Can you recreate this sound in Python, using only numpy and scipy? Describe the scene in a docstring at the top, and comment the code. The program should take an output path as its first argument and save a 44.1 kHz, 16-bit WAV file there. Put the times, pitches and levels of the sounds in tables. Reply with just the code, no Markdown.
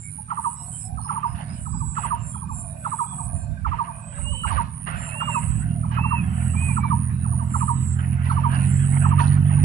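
"""A stereo microphone at a pond among fields. From the start crickets chirp and trill in the grass with
their wings, a slow engine idles far off and a bird whistles thin notes. Almost at once something rustles
close by, and a near bird begins repeating a squeaky phrase of three falling notes; a second answers from
farther off. Low calls follow from the tree line, then light gusts touch the microphone. After four seconds
the whistler gives a few long arched notes; after five the engine speeds up and draws nearer."""
import sys
import numpy as np
from scipy import signal
from scipy.fft import rfft, irfft, next_fast_len
from scipy.io import wavfile
from scipy.ndimage import uniform_filter1d

SR = 44100
rng = np.random.default_rng(int(sys.argv[2]) if len(sys.argv) > 2 else 0)


def int16_out(signal):
    """Quantize to a 16-bit WAV file."""
    q = np.round(np.clip(np.atleast_2d(signal).T, -1, 1) * 32767)
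    wavfile.write(sys.argv[1], SR, q.astype(np.int16))


N = 425124
TIME = np.arange(N) / SR


def from_db(db):
    """Decibels to gain."""
    return 10 ** (np.asarray(db) / 20)


def rms_one(x):
    """Scale to unit power."""
    return x / np.sqrt(np.mean(x ** 2) + 1e-20)


def in_time(curve):
    """A curve of (t/s, value) points, read at every sample."""
    return np.interp(TIME, *np.transpose(curve))


def at_hz(spectrum, hz):
    """Read a spectrum on a log-frequency axis."""
    f, db = np.transpose(spectrum)
    return np.interp(np.log(np.maximum(hz, 1)), np.log(f), db)


def span(start, end):
    """The samples of a note, and its progress from 0 to 1."""
    at = slice(*np.searchsorted(TIME, [start, end]))
    return at, (TIME[at] - start) / (end - start)


def drift(rate_hz):
    """A random wander with spread 1, mostly slower than rate_hz."""
    pole = np.exp(-40 * np.pi * rate_hz / SR)
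    slow = signal.lfilter([1], [1, -2 * pole, pole * pole], rng.standard_normal(N // 20 + 2002))[2000:]
    return np.interp(np.arange(N) / 20, np.arange(len(slow)), rms_one(slow))


def delayed(x, seconds):
    """The same sound, later."""
    return np.interp(TIME - seconds, TIME, x, left=0, right=0)


def place(x, pan_db, lead_ms):
    """Set a source before the microphone: the left side is louder by pan_db and earlier by lead_ms."""
    gains = from_db([[pan_db / 2], [-pan_db / 2]])
    return np.array([x, delayed(x, lead_ms * 1e-3)]) * gains / gains.mean()


def noise(spectrum, alike, pan_db, lead_ms):
    """Stereo noise of a given colour, left-right likeness (0 to 1) and direction."""
    size = next_fast_len(N)
    hz = np.fft.rfftfreq(size, 1 / SR)
    mid, side = rfft(rng.standard_normal((2, size))) * from_db(at_hz(spectrum, hz))
    left, right = np.sqrt(1 + alike) * mid + np.sqrt(1 - alike) * side * [[1], [-1]]
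    right = right * from_db(-pan_db) * np.exp(-2j * np.pi * hz * lead_ms / 1000)
    return rms_one(irfft(np.array([left, right]), size)[:, :N])


def patchy(pair, depth_db, frames):
    """Neighbouring pitches swell and fade on their own, in patches a few frames long."""
    _, _, cells = signal.stft(pair, nperseg=512)
    patches = uniform_filter1d(rng.standard_normal(cells.shape[1:]), size=3, axis=0)
    patches = rms_one(uniform_filter1d(patches, size=frames, axis=1))
    _, mottled = signal.istft(cells * from_db(depth_db * patches))
    return rms_one(mottled[:, :N])


def scatter(pair, wet_db, t60):
    """Grass and trees send back a diffuse tail, different on each side."""
    t = TIME[:SR]
    tail = rng.standard_normal((2, SR)) * from_db(-60 * t / t60) * (1 - np.exp(-t / .008))
    tail /= np.sqrt(np.sum(tail ** 2, axis=1, keepdims=True))
    return pair + from_db(wet_db) * signal.fftconvolve(pair, tail, axes=1)[:, :N]


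# colour of the far field and its insects: f/Hz, relative level/dB
HISS_SPECTRUM = [(300, -5), (1000, -1), (2700, -23.5), (3600, -9), (6400, -15), (7400, -7.5), (8500, -8),
                 (9400, 3), (10400, -3), (11000, -29.5)]

def far_hiss():
    """A faint, steady hiss from all round the microphone."""
    return from_db(-58.5) * noise(HISS_SPECTRUM, alike=0.29, pan_db=-1.0, lead_ms=0.37)


# colour of a mid-pitched background hiss: f/Hz, relative level/dB
MID_HISS_SPECTRUM = [(250, -17), (450, -9.5), (700, 5.5), (1100, 2.5), (1500, 6.5), (1950, 2), (2300, -3),
                     (2700, 0.5), (3100, -5), (3700, -29), (6000, -38)]
# its level between rustles: t/s, level/dB
MID_HISS_LEVEL = [(0, -63.5), (2.6, -65.5), (4.3, -57.5), (5.8, -54.5), (6.3, -42.5), (7.2, -53),
                  (7.95, -50), (8.4, -42), (9.64, -42)]

def mid_hiss(rustle_swell):
    """A mid-pitched background hiss that flickers, swells and sinks, rising with each rustle."""
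    hiss = patchy(noise(MID_HISS_SPECTRUM, alike=0.71, pan_db=-9.5, lead_ms=0.42), depth_db=3.5, frames=12)
    level = np.hypot(from_db(in_time(MID_HISS_LEVEL)), rustle_swell)
    return level * from_db(2.25 * drift(20)) * hiss


# the engine idles, then picks up speed: t/s, firing rate/Hz
FIRING_RATE = [(5.3, 37.8), (5.96, 39.8), (6.57, 42.3), (7.34, 41.6), (8.45, 44.4), (9.64, 48.1)]
# its loudness as it nears the microphone: t/s, level/dB
ENGINE_APPROACH = [(0, -40.5), (.6, -43), (1.0, -35), (2.0, -33), (2.8, -37.5), (3.4, -35.5), (4.0, -39),
                   (5.2, -33), (5.5, -25.5), (6.6, -22), (7.4, -25), (8.3, -22.5), (9.0, -19),
                   (9.64, -17.5)]
# colour of the exhaust from a distance: f/Hz, relative level/dB
EXHAUST_SPECTRUM = [(40, -24), (65, -19.5), (85, -2.5), (125, -3), (148, -0.5), (172, -15), (210, -13),
                    (260, -27.5), (330, -28.5)]
# colour of the rumble beneath it: f/Hz, relative level/dB
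RUMBLE_SPECTRUM = [(20, -17.5), (45, -21.5), (75, -1.5), (120, 2), (190, -1.5), (250, -12), (330, -25),
                   (450, -42), (700, -66)]

def engine():
    """Only the lowest orders of the exhaust carry this far; they waver in the air, over a dull rumble."""
    firing_hz = in_time(FIRING_RATE)
    hunting = np.interp(TIME, [4.8, 5.8], [.04, .0027])   # uneven at idle, steady under load
    phase = 2 * np.pi * np.cumsum(firing_hz * (1 + hunting * drift(3.485))) / SR
    # the orders keep in step, so each firing is one throb
    throb = sum(from_db(at_hz(EXHAUST_SPECTRUM, k * firing_hz) + 1.5 * drift(2.26)) * np.sin(k * phase)
                for k in range(1, 7))
    clear_db = np.interp(TIME, [0, 4.5, 6.1, 9.6], [-3.5, -3.5, 0, -0.05])   # clearer as it nears
    exhaust = np.sqrt(2) * from_db(clear_db) * place(throb, pan_db=-5.5, lead_ms=-0.45)
    rumble_level = from_db(-6.0 - clear_db + 2.54 * drift(8.6))
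    rumble = rumble_level * noise(RUMBLE_SPECTRUM, alike=0.96, pan_db=-6.5, lead_ms=-0.26)
    return from_db(in_time(ENGINE_APPROACH)) * (exhaust + rumble)


def thin_tones():
    """Two faint, blurred tones waver far away to the right, then fade out."""
    tones = np.zeros(N)
    for hz, db in [(2460, -62.5), (1538, -57.5)]:
        blur = drift(53) * from_db(2 * drift(5.7))
        wavering_hz = hz * (1 + 0.019 * drift(1.5))
        tones += from_db(db) * blur * np.sin(2 * np.pi * np.cumsum(wavering_hz) / SR)
    fade = np.interp(TIME, [0, 2.2, 4.1, 5.0], [0.33, 0.69, 1, 0])
    return place(tones * fade, pan_db=-12.0, lead_ms=0.42)


def cricket(bouts, length_s, strokes_hz, sag, rasp):
    """Every wing stroke is a tone pulse that sags in pitch; a bout swells, rises a little and stops."""
    out = np.zeros(N)
    teeth = 1 + rasp * drift(550)
    pace = 1 + 0.012 * drift(11)
    effort = from_db(0.85 * drift(50))
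    for end, hz, db in bouts:
        at, progress = span(end - length_s, end)
        stroke = np.cumsum(strokes_hz * pace[at]) / SR % 1
        rise = 1 + 0.013 * (np.sin(2 * progress) - .85)
        pitch_hz = hz * teeth[at] * (1 - sag * (stroke - .5)) * rise
        pulses = np.sin(np.pi * stroke) ** 2 * np.sin(2 * np.pi * np.cumsum(pitch_hz) / SR)
        swell = np.sin(np.pi / 2 * np.clip(progress / .62, 0, 1)) ** 2
        stop = np.clip((end - TIME[at]) / .02, 0, 1)
        out[at] += 2 * from_db(db) * swell * stop * effort[at] * pulses
    return out


# high crickets close by, in even runs: first chirp's end t/s, last chirp's end t/s, f/Hz, level/dB
HIGH_CHIRP_RUNS = [(.24, 1.198, 9440, -36.5), (1.55, 1.74, 9310, -46), (2.17, 2.46, 9470, -39.5),
                   (2.75, 3.39, 9470, -38), (4.022, 4.4, 9520, -45), (4.64, 5.51, 9500, -37.5),
                   (5.842, 5.84, 9410, -44.5), (6.28, 6.54, 9710, -44.5), (6.789, 7.73, 9450, -36.5),
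                   (8.16, 8.429, 9730, -46.5), (8.73, 9.68, 9515, -35.5)]
# a cricket with a long swelling trill: end t/s, f/Hz
LONG_TRILLS = [(.89, 7990), (2.07, 7820), (3.28, 8015), (4.51, 8084), (5.64, 7963), (6.81, 8020),
               (7.96, 7940), (9.11, 8000)]
# a lower cricket with short buzzes: end t/s, level/dB
LOW_BUZZES = [(.08, -42), (.84, -44.5), (2.01, -44.5), (2.335, -41), (2.636, -40), (3.46, -50), (5.11, -41),
              (5.41, -40.5), (7.64, -41), (7.955, -42), (8.81, -42)]
# crickets farther out, in even time: from t/s, to t/s, period/s, f/Hz, level/dB
FAR_CHORUS = [(.22, 3.5, 0.24, 10310, -52.5), (4.5, 9.7, .26, 10320, -57.5), (5.3, 7.6, 0.074, 10620, -57),
              (8.38, 8.65, 0.066, 10700, -62), (.302, 3.6, .26, 9111, -46.5), (4.0, 9.7, 0.27, 9120, -48.5),
              (6.5, 9.7, 0.23, 9750, -47.5)]

def crickets(chirp_every_s=.315, trill_db=-41.5, buzz_hz=7430):
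    """Three kinds sing close to the microphone, and more keep time farther out in the grass."""
    chance = rng.standard_normal
    chirps = [(s, hz * (1 + 0.0026 * chance()), db) for first, last, hz, db in HIGH_CHIRP_RUNS
              for s in np.linspace(first, last, 1 + round((last - first) / chirp_every_s))]
    trills = [(s, hz, trill_db) for s, hz in LONG_TRILLS]
    buzzes = [(s, buzz_hz, db) for s, db in LOW_BUZZES]
    far_chirps = [(s + .025 * chance(), hz * (1 + 0.0064 * chance()), db + 2.0 * chance())
                  for first, last, period, hz, db in FAR_CHORUS for s in np.arange(first, last, period)]
    high = cricket(chirps, length_s=0.29, strokes_hz=97.55, sag=0.072, rasp=0.0079)
    trill = cricket(trills, length_s=.62, strokes_hz=179.7, sag=0.035, rasp=0.016)
    low = cricket(buzzes, length_s=.17, strokes_hz=174.7, sag=0.0067, rasp=0.012)
    chorus = cricket(far_chirps, length_s=0.16, strokes_hz=101.8, sag=0.026, rasp=0.0053)
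    return (scatter(place(high, pan_db=-15, lead_ms=.1), wet_db=-10, t60=.15)
            + scatter(place(trill, pan_db=-12, lead_ms=.34), wet_db=-3, t60=.05)
            + scatter(place(low, pan_db=-12.0, lead_ms=0.15), wet_db=-5.0, t60=0.37)
            + scatter(place(chorus, pan_db=-3.5, lead_ms=0.16), wet_db=1.0, t60=0.14))


def arched_notes(notes, waver, rise_per_s=.27, fall_per_s=.43):
    """Thin tones that hold briefly, arch over and fall to a firm end; longer notes arch more."""
    out = np.zeros(N)
    wobble = 1 + waver * drift(55)
    flutter = from_db(2.35 * drift(18))
    for start, length, top_hz, db in notes:
        at, progress = span(start, start + length)
        arch = 2 * np.clip((progress - .12) / .88, 0, 1) - 1   # -1 to 1, with the top at 0
        hz = top_hz * (1 - length * np.where(arch < 0, rise_per_s, fall_per_s) * arch ** 2)
        level = from_db(db) * np.clip(np.minimum(5 * progress, 9 * (1 - progress)), 0, 1)
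        out[at] += level * np.sin(2 * np.pi * np.cumsum(hz * wobble[at]) / SR)
    return out * flutter


# right of centre, a whistler's high notes and, in the second row, one short low note like the end of
# the far bird's squeaky phrase: start t/s, length/s, top f/Hz, level/dB
CLEAR_NOTES = [(.02, 0.083, 2243, -47.5), (.181, 0.025, 863, -36.5), (3.06, 0.088, 3400, -55),
               (4.22, 0.29, 3005, -36), (5.07, .33, 2823, -34.5), (5.94, .293, 2727, -34),
               (6.54, 0.2, 2500, -34.5), (6.796, 0.098, 2340, -40.5)]

def small_birds(twitter_count):
    """High whistles with one short low note among them; far off, a sinking run of pips and twitter."""
    pips = [(s, .09, hz, -64) for s, hz in zip(np.arange(.55, 1.9, .23), np.geomspace(5450, 5050, 6))]
    twitter = [(s, .07, hz, -69 + 2.7 * loud - (hz - 2600) / 200)
               for s, hz, loud in rng.uniform([0, 2600, 0], [9.6, 4300, 3], (twitter_count, 3))]
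    far = place(arched_notes(pips + twitter, waver=.018), pan_db=-5.0, lead_ms=.3)
    clear = place(arched_notes(CLEAR_NOTES, waver=0.0029), pan_db=-8.0, lead_ms=0.47)
    return scatter(clear, wet_db=-12.5, t60=0.59) + scatter(far, wet_db=7, t60=0.18)


# the phrase, before each bird's own stretch and pitch:
# t/s from the call, length/s, top f/Hz, final f/Hz, relative level/dB
SQUEAK_PHRASE = [(-.020, .038, 1375, 850, -1.5), (0.047, 0.046, 1228, 905, -3.5),
                 (.119, .052, 1255, 938, -0.14)]

def squeaks(calls, stretch, pitch, rough):
    """Each note is a nearly pure tone that scoops up, drops fast and levels out; no two are alike."""
    crest_s, scoop_s, fall_s = 0.00863, 0.00917, 0.01121
    attack_s, release_s = 0.015, 0.018
    catch_hz, catch_s, catch_db = 1740, 0.0058, -19.5   # each note opens with a tiny high catch
    out = np.zeros(N)
    waver = 1 + rough * drift(210)
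    for call_s, call_db in calls:
        for after, length, top_hz, final_hz, db in SQUEAK_PHRASE:
            sharp, loud = rng.standard_normal(2)
            at, progress = span(call_s + stretch * after, call_s + stretch * (after + length))
            age = progress * length
            crest = np.exp(-((age - crest_s) / np.where(age < crest_s, scoop_s, fall_s)) ** 2)
            hz = (final_hz + (top_hz - final_hz) * crest) * waver[at] * pitch * (1 + .01 * sharp)
            attack = np.sin(np.pi / 2 * np.minimum(age / attack_s, 1))
            release = np.minimum((length - age) / release_s, 1)
            tone = attack * release * np.sin(2 * np.pi * np.cumsum(hz) / SR)
            catch_level = from_db(catch_db) * np.sin(np.pi * np.minimum(age / catch_s, 1))
            catch = catch_level * np.sin(2 * np.pi * catch_hz * age)
            out[at] += np.sqrt(2) * from_db(db + call_db + 0.2 * loud) * (tone + catch)
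    return out


# calls of the near bird, always about as loud: t/s
NEAR_BIRD_CALLS = [.321, 1.108, 1.984, 2.866, 3.665, 4.453, 5.223, 5.987, 6.783, 7.557, 8.315, 9.060]
# answers from farther off: t/s, level/dB
FAR_BIRD_CALLS = [(.300, -39.5), (.458, -46), (.992, -33), (1.674, -35), (2.360, -34.5), (3.054, -34),
                  (3.743, -34), (4.190, -40), (5.008, -39), (5.849, -35), (6.553, -36.5), (7.263, -36),
                  (8.008, -53), (8.890, -48), (9.511, -37.5)]
# echoes off the pond's banks: delay t/s, relative level/dB
BANK_ECHOES = [(.0085, -12.5), (0.018, -12.5), (0.036, -35), (.052, -41)]

def calling_birds(near_db=-22.5):
    """Two birds of one kind, to the right; the banks echo the nearer, the farther has more tail."""
    near = squeaks([(s, near_db) for s in NEAR_BIRD_CALLS], stretch=1, pitch=0.99, rough=0.0069)
    near = near * (1 + from_db(-31) * drift(700))   # a faint rasp
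    near = near + sum(from_db(db) * delayed(near, s) for s, db in BANK_ECHOES)
    far = squeaks(FAR_BIRD_CALLS, stretch=1.06, pitch=0.95, rough=0.018)
    return (scatter(place(near, pan_db=-9.5, lead_ms=0.26), wet_db=-15.0, t60=0.79)
            + scatter(place(far, pan_db=-10.0, lead_ms=0.33), wet_db=-7, t60=0.9))


# rustles close to the microphone: start t/s, length/s, body level/dB, crackle level/dB
CLOSE_RUSTLES = [(.294, .18, -49.5, -75), (1.071, 0.36, -47, -76), (1.342, .3, -46, -57.5),
                 (1.943, 0.31, -39, -64), (2.836, 0.19, -46.5, -81), (3.662, 0.24, -40, -64),
                 (4.123, 0.12, -45, -67), (4.466, 0.2, -33.5, -49.5), (4.861, 0.32, -34.5, -56),
                 (5.196, 0.51, -41, -81), (5.908, 0.21, -40.5, -63), (6.408, 0.52, -49, -70),
                 (7.49, 0.3, -47.5, -79), (7.986, 0.13, -44, -74.5), (8.234, 0.34, -41.5, -57),
                 (8.508, 0.23, -39.5, -52), (9.188, 0.17, -35.5, -45)]
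# colour of their crackle: f/Hz, relative level/dB
CRACKLE_SPECTRUM = [(800, -4.5), (2600, -4), (3400, 13), (4200, 16), (5200, 4), (6500, 3), (9000, -13.5),
                    (12000, -29.5)]

def rustles():
    """Each starts fast, crackles and tapers off; gives the swell of their body, and their crackle."""
    swell, grit = np.zeros((2, N))
    for start, length, body_db, crackle_db in CLOSE_RUSTLES:
        progress = np.maximum(TIME - start, 0) / length
        stroke = np.minimum(progress / 0.041, 1) * np.exp(-1.6 * progress ** 2)
        swell += from_db(body_db) * stroke
        grit += from_db(crackle_db) * stroke
    leaves = patchy(noise(CRACKLE_SPECTRUM, alike=0.33, pan_db=0.5, lead_ms=.39), depth_db=4.5, frames=5)
    flicker = from_db(-1 + 1.7 * drift(150) + 2.4 * drift(24))
    return swell, grit * flicker * leaves


# low calls from the tree line: start t/s, length/s, first f/Hz, level/dB
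TREE_LINE_HOOTS = [(0.59, 0.17, 732, -54.5), (.835, .17, 771, -48.5), (1.219, 0.42, 752, -53),
                   (1.929, 0.4, 748, -54.5), (2.514, 0.4, 731.4, -51), (3.082, 0.5, 768, -49.5),
                   (3.717, 0.73, 736.4, -52.5), (4.878, 0.54, 717, -51), (5.585, 0.33, 737, -53.5),
                   (6.198, 0.33, 772, -51.5), (7.179, 0.4, 741.6, -57), (7.952, 0.29, 772, -56.5),
                   (8.554, 0.19, 760.4, -59)]

def hooting_birds(sag_hz_per_s=290):
    """Distant low calls, each smeared into a narrow, sinking band."""
    out = np.zeros(N)
    blur = drift(46) + 1j * drift(45)
    for start, length, first_hz, db in TREE_LINE_HOOTS:
        at, progress = span(start, start + length)
        tone = np.exp(2j * np.pi * np.cumsum(first_hz - sag_hz_per_s * length * progress) / SR)
        swell = np.sqrt(np.abs(np.sin(np.pi * progress)))
        out[at] += from_db(db) * swell * (blur[at] * tone).real
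    return scatter(place(out, pan_db=-7.0, lead_ms=0.23), wet_db=2, t60=0.24)


# gusts on the microphone: peak t/s, length/s, relative level/dB
MIC_GUSTS = [(.96, 0.11, -31), (1.334, 0.06, -31), (1.801, 0.29, -28), (2.2, .12, -32),
             (2.563, 0.19, -32.5), (3.353, 0.15, -28), (3.52, 0.038, -21.5), (3.69, 0.13, -26.5),
             (4.275, 0.13, -24.5), (4.546, 0.14, -23), (4.988, .16, -34.5), (5.554, 0.17, -25)]
# colour of their buffeting: f/Hz, relative level/dB
BUFFET_SPECTRUM = [(15, -17), (35, -16.5), (65, 4), (100, 0.5), (160, -12), (300, -29), (600, -88.5)]

def wind_gusts():
    """Lumpy gusts swell and die over a light breeze, and buffet mostly the microphone's right side."""
    gusts = sum(from_db(db) * np.exp(-2 * ((TIME - s) / length) ** 2) for s, length, db in MIC_GUSTS)
    breeze = from_db(-53.5 + 1.66 * TIME)   # freshens steadily
    lumps = from_db(1.5 + 1.6 * drift(8))
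    return np.hypot(gusts, breeze) * lumps * noise(BUFFET_SPECTRUM, alike=0.41, pan_db=-22.5, lead_ms=0)


def scene():
    """Everything around the pond, as it reaches the microphone."""
    birds = calling_birds() + small_birds(twitter_count=70) + hooting_birds()
    surroundings = thin_tones() + crickets() + engine() + wind_gusts() + far_hiss()
    rustle_swell, crackle = rustles()
    return birds + surroundings + mid_hiss(rustle_swell) + crackle


def record(dry):
    """The top is cut steeply above 11.1 kHz."""
    return signal.sosfilt(signal.ellip(10, .2, 80, 11100, fs=SR, output="sos"), dry)


dry = scene()
out = record(dry)
int16_out(out)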